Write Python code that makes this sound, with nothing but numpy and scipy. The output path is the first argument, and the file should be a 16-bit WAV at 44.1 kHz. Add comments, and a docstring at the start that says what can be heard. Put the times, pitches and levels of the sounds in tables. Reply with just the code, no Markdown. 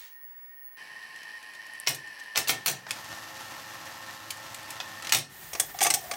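"""Open videocassette deck on a bench

First a picture tube whistles over the distant deck, made of wavering sine tones. Then, close up, the motor idles
and the reels wind tape: coloured noise with partials on top. Button, pawls, levers and the rising cassette
carriage are built from single blows, each a gritty noise burst, some with ringing modes. The brakes snap on and
an eject motor hisses before the carriage clatters up."""
import sys
import numpy as np
from scipy import signal
from scipy.fft import rfft, irfft, next_fast_len
from scipy.io import wavfile
from scipy.ndimage import map_coordinates

SR = 44100
rng = np.random.default_rng(int(sys.argv[2]) if len(sys.argv) > 2 else 0)


def put_to_file(sound):
    """Save the sound as 16-bit audio at rate SR, in the file named by the first command-line argument."""
    columns = np.atleast_2d(sound).T  # one column per channel
    safe = np.clip(columns, -1, 1)
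    whole_steps = np.round(safe * 32767)
    wavfile.write(sys.argv[1], SR, whole_steps.astype(np.int16))


N = 271656

# Levels of contacts are relative: each source sets its own overall gain.
# Lever strokes. Each row: start in seconds, travel in seconds, level leaving in dB, level seating in dB,
# brightness leaving in dB, brightness seating in dB.
LEVER_STROKES = [(1.872, .018, -8, -16.5, -14, 19), (2.358, 0.016, -12.5, -8, -14, -4),
                 (2.4822, .011, -11, -6.5, 6, -6.5), (2.6605, .0203, -9.5, -7.5, 0.5, -5),
                 (5.1224, .0248, -4, -8.5, -7, 1)]
# Single clicks of pawls and springs. Each row: start in seconds, level in dB, hardness in dB.
SMALL_CLICKS = [(1.8655, -21.5, -6), (1.9467, -19, 12), (2.3525, -25, -13), (2.4738, -14, -2),
                (2.8666, -27, -18), (2.9083, -14, 5.5), (4.3054, -17.5, 11), (4.5448, -23, 8),
                (4.7047, -23, 10), (4.8019, -14.5, -10)]
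# Latch clicks and knocks of the cage. Each row: start in seconds, level in dB, hardness in dB.
LATCH_CLICKS = [(5.5323, -21.5, 2.5), (5.5508, -20.5, -10), (5.5982, -7.5, 9.5), (5.7444, -27, -30),
                (5.7882, -21, -3.5), (6.0387, -29.5, -13), (6.1125, -15.5, -7), (6.136, -20.5, -4)]
# Snaps of the push button's dome. Each row: start in seconds, level in dB.
BUTTON_SNAPS = [(1.736, -28), (1.8003, -14.5)]
# The cage rubbing along its guides. Each row: time in seconds, level in dB.
SLIDING_LEVEL = [(5.7, -100), (5.8, -62), (5.818, -22.5), (5.835, -46), (5.87, -34), (5.92, -44),
                 (5.98, -36.5), (6.03, -53), (6.12, -42), (6.16, -46)]
# How hard the levers load the motor. Each row: time in seconds, load from 0 to 1.
MOTOR_LOAD = [(1.9, 0), (2.2, 1), (2.5, 0.8), (2.95, 0)]

# Ringing modes of the chassis and the cage. Each row: frequency in Hz, width in Hz, relative level in dB.
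CHASSIS_MODES = [(755, 14, -1), (1313, 99, 5), (1855, 160, 9), (2730, 220, -1), (3150, 260, 11),
                 (3950, 380, 13), (4070, 19, 5), (5600, 110, -3), (7540, 100, 2), (8470, 33, 13),
                 (9840, 54, -6), (10300, 12.7, -4), (11900, 210, 9)]
CAGE_MODES = [(718, 130, 0.5), (1152, 98, -2), (2226, 170, 1), (3440, 50, -4), (5460, 75, -10),
              (6020, 105, 1.5), (8080, 210, 1), (8520, 210, 5), (9750, 140, -1.5), (11350, 80, -7.5),
              (13600, 84, -5), (14300, 91, -15)]
# Colours of the blows. Each row: frequency in Hz, relative spectral level in dB.
LEVER_COLOUR = [(88, -34), (150, -18.5), (612, -10), (759, -2), (941, -5.5), (2600, -0.5), (3420, -4),
                (4160, -0.5), (4950, -5.5), (5790, 0.5), (7320, -5), (15100, -7.5), (16000, -3)]
CARRIAGE_COLOUR = [(88, -40), (150, -35), (320, -16.5), (480, -15), (745, 0), (941, -15), (1340, -15),
                   (1790, -8.5), (3490, -11.5), (4410, -13.5), (6020, -5.5), (7320, -12), (8400, -11),
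                   (9260, -16), (14200, -25.5), (16000, -26)]
CLICK_COLOUR = [(240, -71), (400, -9), (789, -10), (2290, 3), (2970, 1), (4050, 0), (6640, -3),
                (10100, -10), (16000, -19)]
BUTTON_COLOUR = [(2000, -32), (6000, -13.5), (10000, 5), (13000, -10), (16000, -29)]
# Colours of the booming bench and side panels. Each row: frequency in Hz, relative spectral level in dB.
BENCH_BOOM = [(60, -41), (95, -7.5), (120, -1.5), (148, 1.5), (185, -23), (300, -51), (600, -90)]
PANEL_BOOM = [(100, -27), (220, -15.5), (350, -1), (500, -6), (760, 2.5), (1100, -14.5), (2500, -35)]
# Colours of the running sounds. Each row: frequency in Hz, relative spectral level in dB.
WIND_COLOUR = [(24, -52), (40, -26), (106, -2.5), (180, -10.5), (320, -7.5), (444, -17), (529, -9),
               (852, -2.5), (1590, -7), (1810, 0), (2100, -9), (5870, -11.5), (9690, -20.5), (13100, -20.5),
               (16000, -25.5)]
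EJECT_COLOUR = [(18, -33), (30, -3), (204, -4), (280, -11.5), (394, -4), (473, -12), (760, -3.5),
                (1590, -7.5), (1860, 0), (2170, -8.5), (5040, -12), (13000, -12.5), (14400, -22),
                (16000, -32)]
IDLE_COLOUR = [(88, -31), (150, -22.5), (439, -21.5), (1040, -13.5), (1360, -22.5), (1600, -13), (1790, 0),
               (2140, -17.5), (2980, -13.5), (3550, -23.5), (4200, -17.5), (5500, -18.5), (7040, -34),
               (7700, -25), (8500, -32), (10000, -25), (14500, -37), (16000, -36)]
ROOM_COLOUR = [(18, -73), (30, -39), (61, -17), (149, -26), (781, -21), (907, -13), (1140, -14),
               (1230, -19), (1660, -11), (1830, -30), (2080, -18.5), (3150, -21), (3600, -29.5),
               (5660, -23.5), (6570, -39.5), (10300, -28), (12000, -42), (15600, -81), (22000, -120)]
# Steady tones at nominal speed. Each row: frequency in Hz, level in dB rms before the source's own gain.
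WIND_PARTIALS = [(107.7, -60), (323.0, -60), (532.9, -56.5), (850.6, -51), (1066, -51), (1330, -51.5),
                 (1809, -49), (2676, -58), (2842, -58)]
IDLE_PARTIALS = [(855.9, -67), (1055, -64), (1755, -61), (1793, -61), (1852, -51.5), (1985, -70),
                 (2245, -65.5), (2455, -66.5), (2649, -66.5), (3042, -65)]
FAR_PARTIALS = [(937, -74), (1852, -65), (1874, -60), (2302, -76)]
# Sizzle of the eject motor's brushes. Each row: frequency in Hz, width in Hz, level in dB rms at full speed.
BRUSH_BANDS = [(6900, 200, -66), (8500, 600, -66), (11200, 500, -66), (13800, 350, -53), (15000, 1500, -53)]
# Ringing-on of the case and room. Each row: frequency in Hz, 60 dB decay time in seconds.
ROOM_DECAY = [(200, 0.87), (700, 0.23), (1800, 0.23), (5000, 0.24), (13000, 0.14)]
# Stereo width. Each row: frequency in Hz, side level against mid in dB.
STEREO_WIDTH = [(60, -21), (130, -16), (250, -12), (1000, -14), (2000, -17), (4000, -22), (8000, -26),
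                (14000, -24)]

CUT_HZ = 15900  # nothing sounds above this
CLOSE_S = .765  # the scene changes from the tube to the deck

CHASSIS_RING_DB = -22  # the strongest chassis mode's setting, before tilt and scatter
GRAZE_DB = -13  # halfway, every lever grazes its cam
BOUNCE_SHRINK, BOUNCE_LOSS_DB, BOUNCE_BRIGHT_DB = .85, 7.5, 6.5  # flight over the last, loss a bounce, brightness
# the cage runs up a toothed rack, loudest and hardest in mid travel
RACK_START_S, TOOTH_S, TOOTH_SCATTER_S = 5.8068, .0097, .0007
RACK_DB, RACK_SWELL_DB, RACK_HARD_DB, RACK_HARDENS_DB = -14, 5.5, -11, 21
# then it judders against its stop, each blow harder and chattering longer
STOP_S, JUDDER_S, STOP_DB = 5.8658, .0366, -7
STOP_HARD_DB, STOP_HARDENS_DB, STOP_CHATTER_S = -4, 7, 0.0024  # first blow; then added with each blow
# a pawl clicks ever louder before the brakes drop
PAWL_START_S, PAWL_STEP_S, PAWL_DB, PAWL_GROWS_DB = 5.0235, .0235, -26.5, 3.3
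STRAY_PER_S, STRAY_DB, STRAY_SCATTER_DB, STRAY_IDLE_DB = 7, -33, 4, -4.5  # faint ticks, weaker before winding

# the reels take up slack, wind at full speed, and are braked
SLACK_S, SLACK_DB, WIND_S, WIND_DB = 2.36, -53.5, 2.87, -44
SPIN_UP_S, BRAKE_S, BRAKE_DB_PER_S = 0.013, 5.12, 91
EJECT_S, EJECT_RISE_S, EJECT_DB = 5.28, 0.046, -47
SAG = .04  # share of the idling motor's speed lost under full load
IDLE_DB, IDLE_END_S, IDLE_FALL_DB_PER_S = -48.5, 2.49, 20
# the motor's sheet-metal mount sings, louder under load and weaker from afar
MOUNT_HZ, MOUNT_DB, MOUNT_STRAIN_DB, MOUNT_FAR_DB = 1812, -55, 9.5, -14
LINE_HZ, TUBE_DB = 15690, -49  # level before the tube is placed left to right
HISS_DB, HISS_END_S, HISS_FALL_DB_PER_S = -52, 0.057, 190  # a short opening hiss


def levers():
    """Steel levers slam against the chassis and bounce; the crowded chassis rings only faintly."""
    loudest_db = np.max(np.array(CHASSIS_MODES)[:, 2])

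    def clunk(knock_db, bright_db):
        return blow(LEVER_COLOUR, .15 * knock_db - 4, bright_db, t60=0.029, crack=2.3, grit_db=3, hold=0.0024,
                    modes=CHASSIS_MODES, ring_db=CHASSIS_RING_DB - loudest_db, ring_t60=0.11)

    clunks = amp(-10.5) * strike(lever_contacts(), clunk)
    bench_boom = amp(-22.0) * boom(clunks, t60=0.43, spectrum=BENCH_BOOM)
    panel_boom = amp(-17) * boom(clunks, t60=0.19, spectrum=PANEL_BOOM)
    return clunks + amp(-4.5) * echo(clunks) + bench_boom + panel_boom


def lever_contacts(count=2):
    """Each lever leaves its rest, grazes the cam halfway, seats, and bounces ever faster and weaker."""
    for s, travel_s, leave_db, seat_db, leave_bright, seat_bright in LEVER_STROKES:
        yield s, leave_db, leave_bright
        yield s + travel_s / 2, GRAZE_DB, (leave_bright + seat_bright) / 2
        yield s + travel_s, seat_db, seat_bright
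        for k in np.arange(count) + 1:
            flown_s = travel_s * np.sum(BOUNCE_SHRINK ** np.arange(k + 1))
            yield s + flown_s, seat_db - BOUNCE_LOSS_DB * k, BOUNCE_BRIGHT_DB


def carriage():
    """The latch lets go and the sprung cassette cage rattles up to its stop, droning as it slides."""
    def clatter(knock_db, bright_db, chatter_s=0):
        return blow(CARRIAGE_COLOUR, knock_db, bright_db, t60=0.029, crack=1.3, grit_db=2.5,
                    hold=0.0045 + chatter_s, modes=CAGE_MODES, ring_db=-10.5, ring_t60=0.064)

    contacts = [*LATCH_CLICKS, *rack_contacts(), *stop_contacts()]
    rattle = amp(-11.5) * strike(contacts, clatter)
    drone_hz = 745 * (1 + .04 * wobble(14))
    drone = amp(curve(SLIDING_LEVEL)) * narrow(drone_hz, width_hz=135)
    bench_boom = amp(-30.5) * boom(rattle, t60=0.31, spectrum=BENCH_BOOM)
    panel_boom = amp(-22.5) * boom(rattle, t60=0.092, spectrum=PANEL_BOOM)
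    return rattle + amp(-10.5) * echo(rattle) + bench_boom + panel_boom + drone


def rack_contacts(count=6):
    """The cage passes tooth after tooth, pressing hardest in mid travel."""
    for k, scatter in enumerate(rng.standard_normal(count)):
        press = np.sin(np.pi * (k + .5) / count)
        s = RACK_START_S + k * TOOTH_S + TOOTH_SCATTER_S * scatter
        yield s, RACK_DB + RACK_SWELL_DB * press, RACK_HARD_DB + RACK_HARDENS_DB * press


def stop_contacts(count=3):
    """The spring throws the cage against its stop at even intervals."""
    for k in range(count):
        yield STOP_S + k * JUDDER_S, STOP_DB, STOP_HARD_DB + k * STOP_HARDENS_DB, STOP_CHATTER_S * k


def ticks():
    """Small clicks of pawls, springs and running gear: short bursts without ringing modes."""
    def click(knock_db, bright_db):
        return blow(CLICK_COLOUR, knock_db, bright_db, t60=0.044, crack=1.6, grit_db=3.5)

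    contacts = [*SMALL_CLICKS, *pawl_contacts(), *stray_contacts()]
    clicks = amp(-10.0) * strike(contacts, click)
    return clicks + amp(-10) * echo(clicks)


def pawl_contacts(count=4):
    """The brake pawl rides over its last teeth."""
    for k in range(count):
        yield PAWL_START_S + k * PAWL_STEP_S, PAWL_DB + k * PAWL_GROWS_DB, 0


def stray_contacts():
    """The running gear ticks at random until it is braked."""
    running_s = BRAKE_S - CLOSE_S
    for when, strength in rng.random((round(STRAY_PER_S * running_s), 2)):
        s = CLOSE_S + when * running_s
        db = STRAY_DB + STRAY_SCATTER_DB * (2 * strength - 1) + STRAY_IDLE_DB * (s < WIND_S)
        yield s, db, 4


def button():
    """The tiny metal dome snaps: bright and over at once."""
    snaps = np.zeros(N)
    for s, db in BUTTON_SNAPS:
        snap = blow(BUTTON_COLOUR, 0, 0, t60=0.0083, crack=2.7, grit_db=3.5)
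        snaps[round(s * SR):][:len(snap)] += amp(db - 11.0) * snap
    return snaps + amp(-16) * echo(snaps)


def reels():
    """Tape rushes and sings over the guides; the loaded drive hums and rattles once a turn."""
    slack = amp(SLACK_DB - WIND_DB) * rising(SLACK_S, SPIN_UP_S)
    drive = np.maximum(slack, rising(WIND_S, SPIN_UP_S))
    drive = drive * falling(BRAKE_S, BRAKE_DB_PER_S) * amp(0.37 * wobble(3.93))
    speed = 1 + 0.00303 * wobble(4.6) + 0.001796 * wobble(40)
    rattle_db = np.cos(turning(106.6 * speed)) + 1.36 * wobble(500) + 0.9 * wobble(38)
    hum = tones(WIND_PARTIALS, speed, waver_db=2.5)
    singing = amp(-19.5) * narrow(12900, width_hz=400)
    return drive * (amp(WIND_DB) * (rush(WIND_COLOUR, rattle_db) + singing) + amp(-7) * hum)


def eject_motor():
    """A small fast motor spins up and hisses unevenly; its brushes' high sizzle grows with speed squared."""
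    speed = rising(EJECT_S, EJECT_RISE_S)
    sizzle = sum(amp(level + wobble(16)) * narrow(hz, width) for hz, width, level in BRUSH_BANDS)
    return speed * amp(EJECT_DB) * rush(EJECT_COLOUR, 1.6 * wobble(40)) + speed ** 2 * sizzle


def idle_motor():
    """The unloaded motor whines and ticks faintly once a turn, slowing as the levers load it."""
    speed = 1 - SAG * curve(MOTOR_LOAD)
    ticking_db = 2 * np.cos(turning(110.0 * speed)) + 2 * wobble(1500) + 0.56 * wobble(12.0)
    whine = tones(IDLE_PARTIALS, speed * (1 + 0.0019 * wobble(25.01)), waver_db=3.5)
    running = close_up() * falling(IDLE_END_S, IDLE_FALL_DB_PER_S)
    return running * (amp(IDLE_DB) * rush(IDLE_COLOUR, ticking_db) + whine)


def mount():
    """The motor keeps its mount ringing in one narrow band."""
    db = MOUNT_DB + MOUNT_STRAIN_DB * curve(MOTOR_LOAD) + MOUNT_FAR_DB * (1 - close_up())
    return amp(db) * (0.9 * narrow(MOUNT_HZ, width_hz=70) + 0.095 * narrow(MOUNT_HZ, width_hz=230))


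def tube():
    """The picture tube's line whistle and the deck's far, beating whine, heard until the scene changes to the
    deck."""
    level = amp(TUBE_DB + 2.7 * wobble(40.2))
    whistle = level * np.sqrt(2) * np.sin(turning(LINE_HZ + 12 * wobble(20)))
    far_whine = tones(FAR_PARTIALS, 0.99, waver_db=4.0)
    return (1 - close_up()) * (whistle + far_whine)


def bench():
    """Room tone as steady coloured noise, with a short hiss at the start."""
    hiss = amp(HISS_DB) * falling(HISS_END_S, HISS_FALL_DB_PER_S) * rush(CLICK_COLOUR)
    return amp(-66.5) * rush(ROOM_COLOUR) + hiss


def blow(colour, knock_db, bright_db, t60, crack, grit_db, hold=0, modes=(), ring_db=-60, ring_t60=.1, size=16384):
    """One contact: a crack, a gritty burst held while the parts chatter, and the part's modes ringing on."""
    t = np.arange(size) / SR
    hz = np.fft.rfftfreq(size, 1 / SR)
    # the grit: a new random level every millisecond
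    chatter = amp(grit_db * np.interp(t, np.arange(400) / 1000, rng.standard_normal(400)))
    decay = amp(-60 * np.maximum(t - hold, 0) / max(t60, .002))
    burst = rng.standard_normal(size) * unit(chatter) * decay
    burst[0] += crack
    tilt = [(450, knock_db / 2), (780, knock_db), (2100, 0), (5500, 0), (9000, bright_db)]
    # every point of contact favours its own set of the part's many modes
    ripple_db = 3 * np.interp(hz, np.arange(128) * 180, rng.standard_normal(128))
    gain = amp(along(colour, hz) + along(tilt, hz) + ripple_db)
    x = causal(burst, unit(gain * (hz < CUT_HZ + 1000)) + amp(-32))
    for centre, width, db in modes:
        # each mode shifts a little at every blow; narrow ones last longer
        pitch, strength, phase = rng.standard_normal(3)
        life = ring_t60 * np.sqrt(100 / width)
        ring = amp(ring_db + db + along(tilt, centre) / 2 + 2.9 * strength - 60 * t / life)
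        shifted = centre * (1 + .018 * pitch)
        x += ring * np.sin(2 * np.pi * (shifted * t + phase)) * (1 - np.exp(-t / 0.00035))
    return x


def strike(contacts, voice):
    """Lays out (seconds, dB, hardness dB) contacts; a hard one is brighter and knocks less."""
    out = np.zeros(N + SR)
    for s, db, hard_db, *rest in contacts:
        x = amp(db) * voice(-hard_db, hard_db, *rest)
        out[round(s * SR):][:len(x)] += x
    return out[:N]


def boom(x, t60, spectrum):
    """Blows set a large surface booming; it swells after them and dies away."""
    t = np.arange(SR // 2) / SR
    swell = (amp(-60 * t / t60) * (1 - np.exp(-t / 0.02))) ** 2
    energy = np.abs(signal.fftconvolve(x ** 2, swell / swell.sum())[:N])
    return np.sqrt(energy) * rush(spectrum)


def echo(x, count=24):
    """The case and the room ring on as decaying noise, a little differently from moment to moment."""
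    out = np.zeros(N + 2 * SR)
    for part in np.array_split(np.arange(N), count):
        hz, t, z = signal.stft(rng.standard_normal(SR // 2), SR, nperseg=256)
        tail = signal.istft(z * amp(-60 * t / along(ROOM_DECAY, hz)[:, None]), SR)[1]
        tail *= 1 - np.exp(-np.arange(len(tail)) / SR / 0.0037)
        wet = signal.fftconvolve(x[part], tail / np.linalg.norm(tail))
        out[part[0]:][:len(wet)] += wet
    return out[:N]


def tones(lines, speed, waver_db):
    """Partials that follow a shaft's speed, each wavering in strength."""
    return sum(np.sqrt(2) * amp(db + waver_db * wobble(37)) * np.sin(turning(hz * speed)) for hz, db in lines)


def narrow(hz, width_hz):
    """A randomly shaken resonance of rms 1."""
    return unit(wobble(width_hz) * np.cos(turning(hz)) + wobble(width_hz) * np.sin(turning(hz)))


def rush(spectrum, grain_db=0):
    """Coloured noise of rms 1, its excitation swelling by grain_db."""
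    return unit(filtered(rng.standard_normal(N) * amp(grain_db), lambda hz: amp(along(spectrum, hz))))


def turning(hz):
    """Phase in radians of something that turns at hz, from a random start."""
    return 2 * np.pi * (np.cumsum(hz * np.ones(N)) / SR + rng.random())


def wobble(rate):
    """A smooth random curve, rate knots a second."""
    return map_coordinates(rng.standard_normal(int(N * rate / SR) + 4), [np.arange(N) * rate / SR])


def rising(start_s, rise_s):
    """Gain of something that starts up, with time constant rise_s."""
    return 1 - np.exp(-np.maximum(np.arange(N) / SR - start_s, 0) / rise_s)


def falling(stop_s, db_per_s):
    """Gain of something that runs down."""
    return amp(-db_per_s * np.maximum(np.arange(N) / SR - stop_s, 0))


def close_up():
    """0 at the tube, 1 at the deck."""
    return rising(CLOSE_S, rise_s=0.0062)


def curve(points):
    """(seconds, value) points joined by straight lines, one value per sample."""
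    s, values = np.transpose(points)
    return np.interp(np.arange(N) / SR, s, values)


def along(points, hz):
    """(Hz, value) points on a log axis."""
    f, v = np.transpose(points)
    return np.interp(np.log(hz + 1), np.log(f + 1), v)


def causal(x, gain):
    """A short sound coloured by a gain per frequency bin, minimum phase: nothing ahead of its attack."""
    n = len(x)
    cepstrum = irfft(np.log(gain), n)
    cepstrum[1:n // 2] *= 2
    cepstrum[n // 2 + 1:] = 0
    return irfft(rfft(x) * np.exp(rfft(cepstrum)), n)


def filtered(x, response):
    """x times a response of frequency."""
    m = next_fast_len(N + SR // 2)
    return irfft(rfft(x, m) * response(np.fft.rfftfreq(m, 1 / SR)), m)[..., :N]


def amp(db):
    """Decibels to gain."""
    return 10 ** (np.asarray(db) / 20)


def unit(x):
    """Scaled to rms 1."""
    return x / np.sqrt(np.mean(x ** 2) + 1e-20)


def scene():
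    """The deck stands straight ahead, widened by a phase-shifted side signal; the tube is to the right."""
    mechanism = levers() + carriage() + ticks() + button()
    mid = mechanism + reels() + eject_motor() + idle_motor() + mount() + bench()
    # a quarter turn of phase and 9 ms of delay
    side = filtered(mid, lambda hz: 1j * amp(along(STEREO_WIDTH, hz)) * np.exp(-2j * np.pi * hz * .009))
    return np.array([mid + side, mid - side]) + tube() * amp([[-2.5], [2]])


def record(dry):
    """Rounds off the highest peaks, thins the deepest bass and keeps nothing above the band limit."""
    rounded = dry / (1 + np.abs(dry / .5) ** 4) ** (1 / 4)
    return filtered(rounded, lambda hz: (hz < CUT_HZ) * hz ** 2 / np.sqrt(hz ** 4 + 40 ** 4))


dry = scene()
out = record(dry)
put_to_file(out)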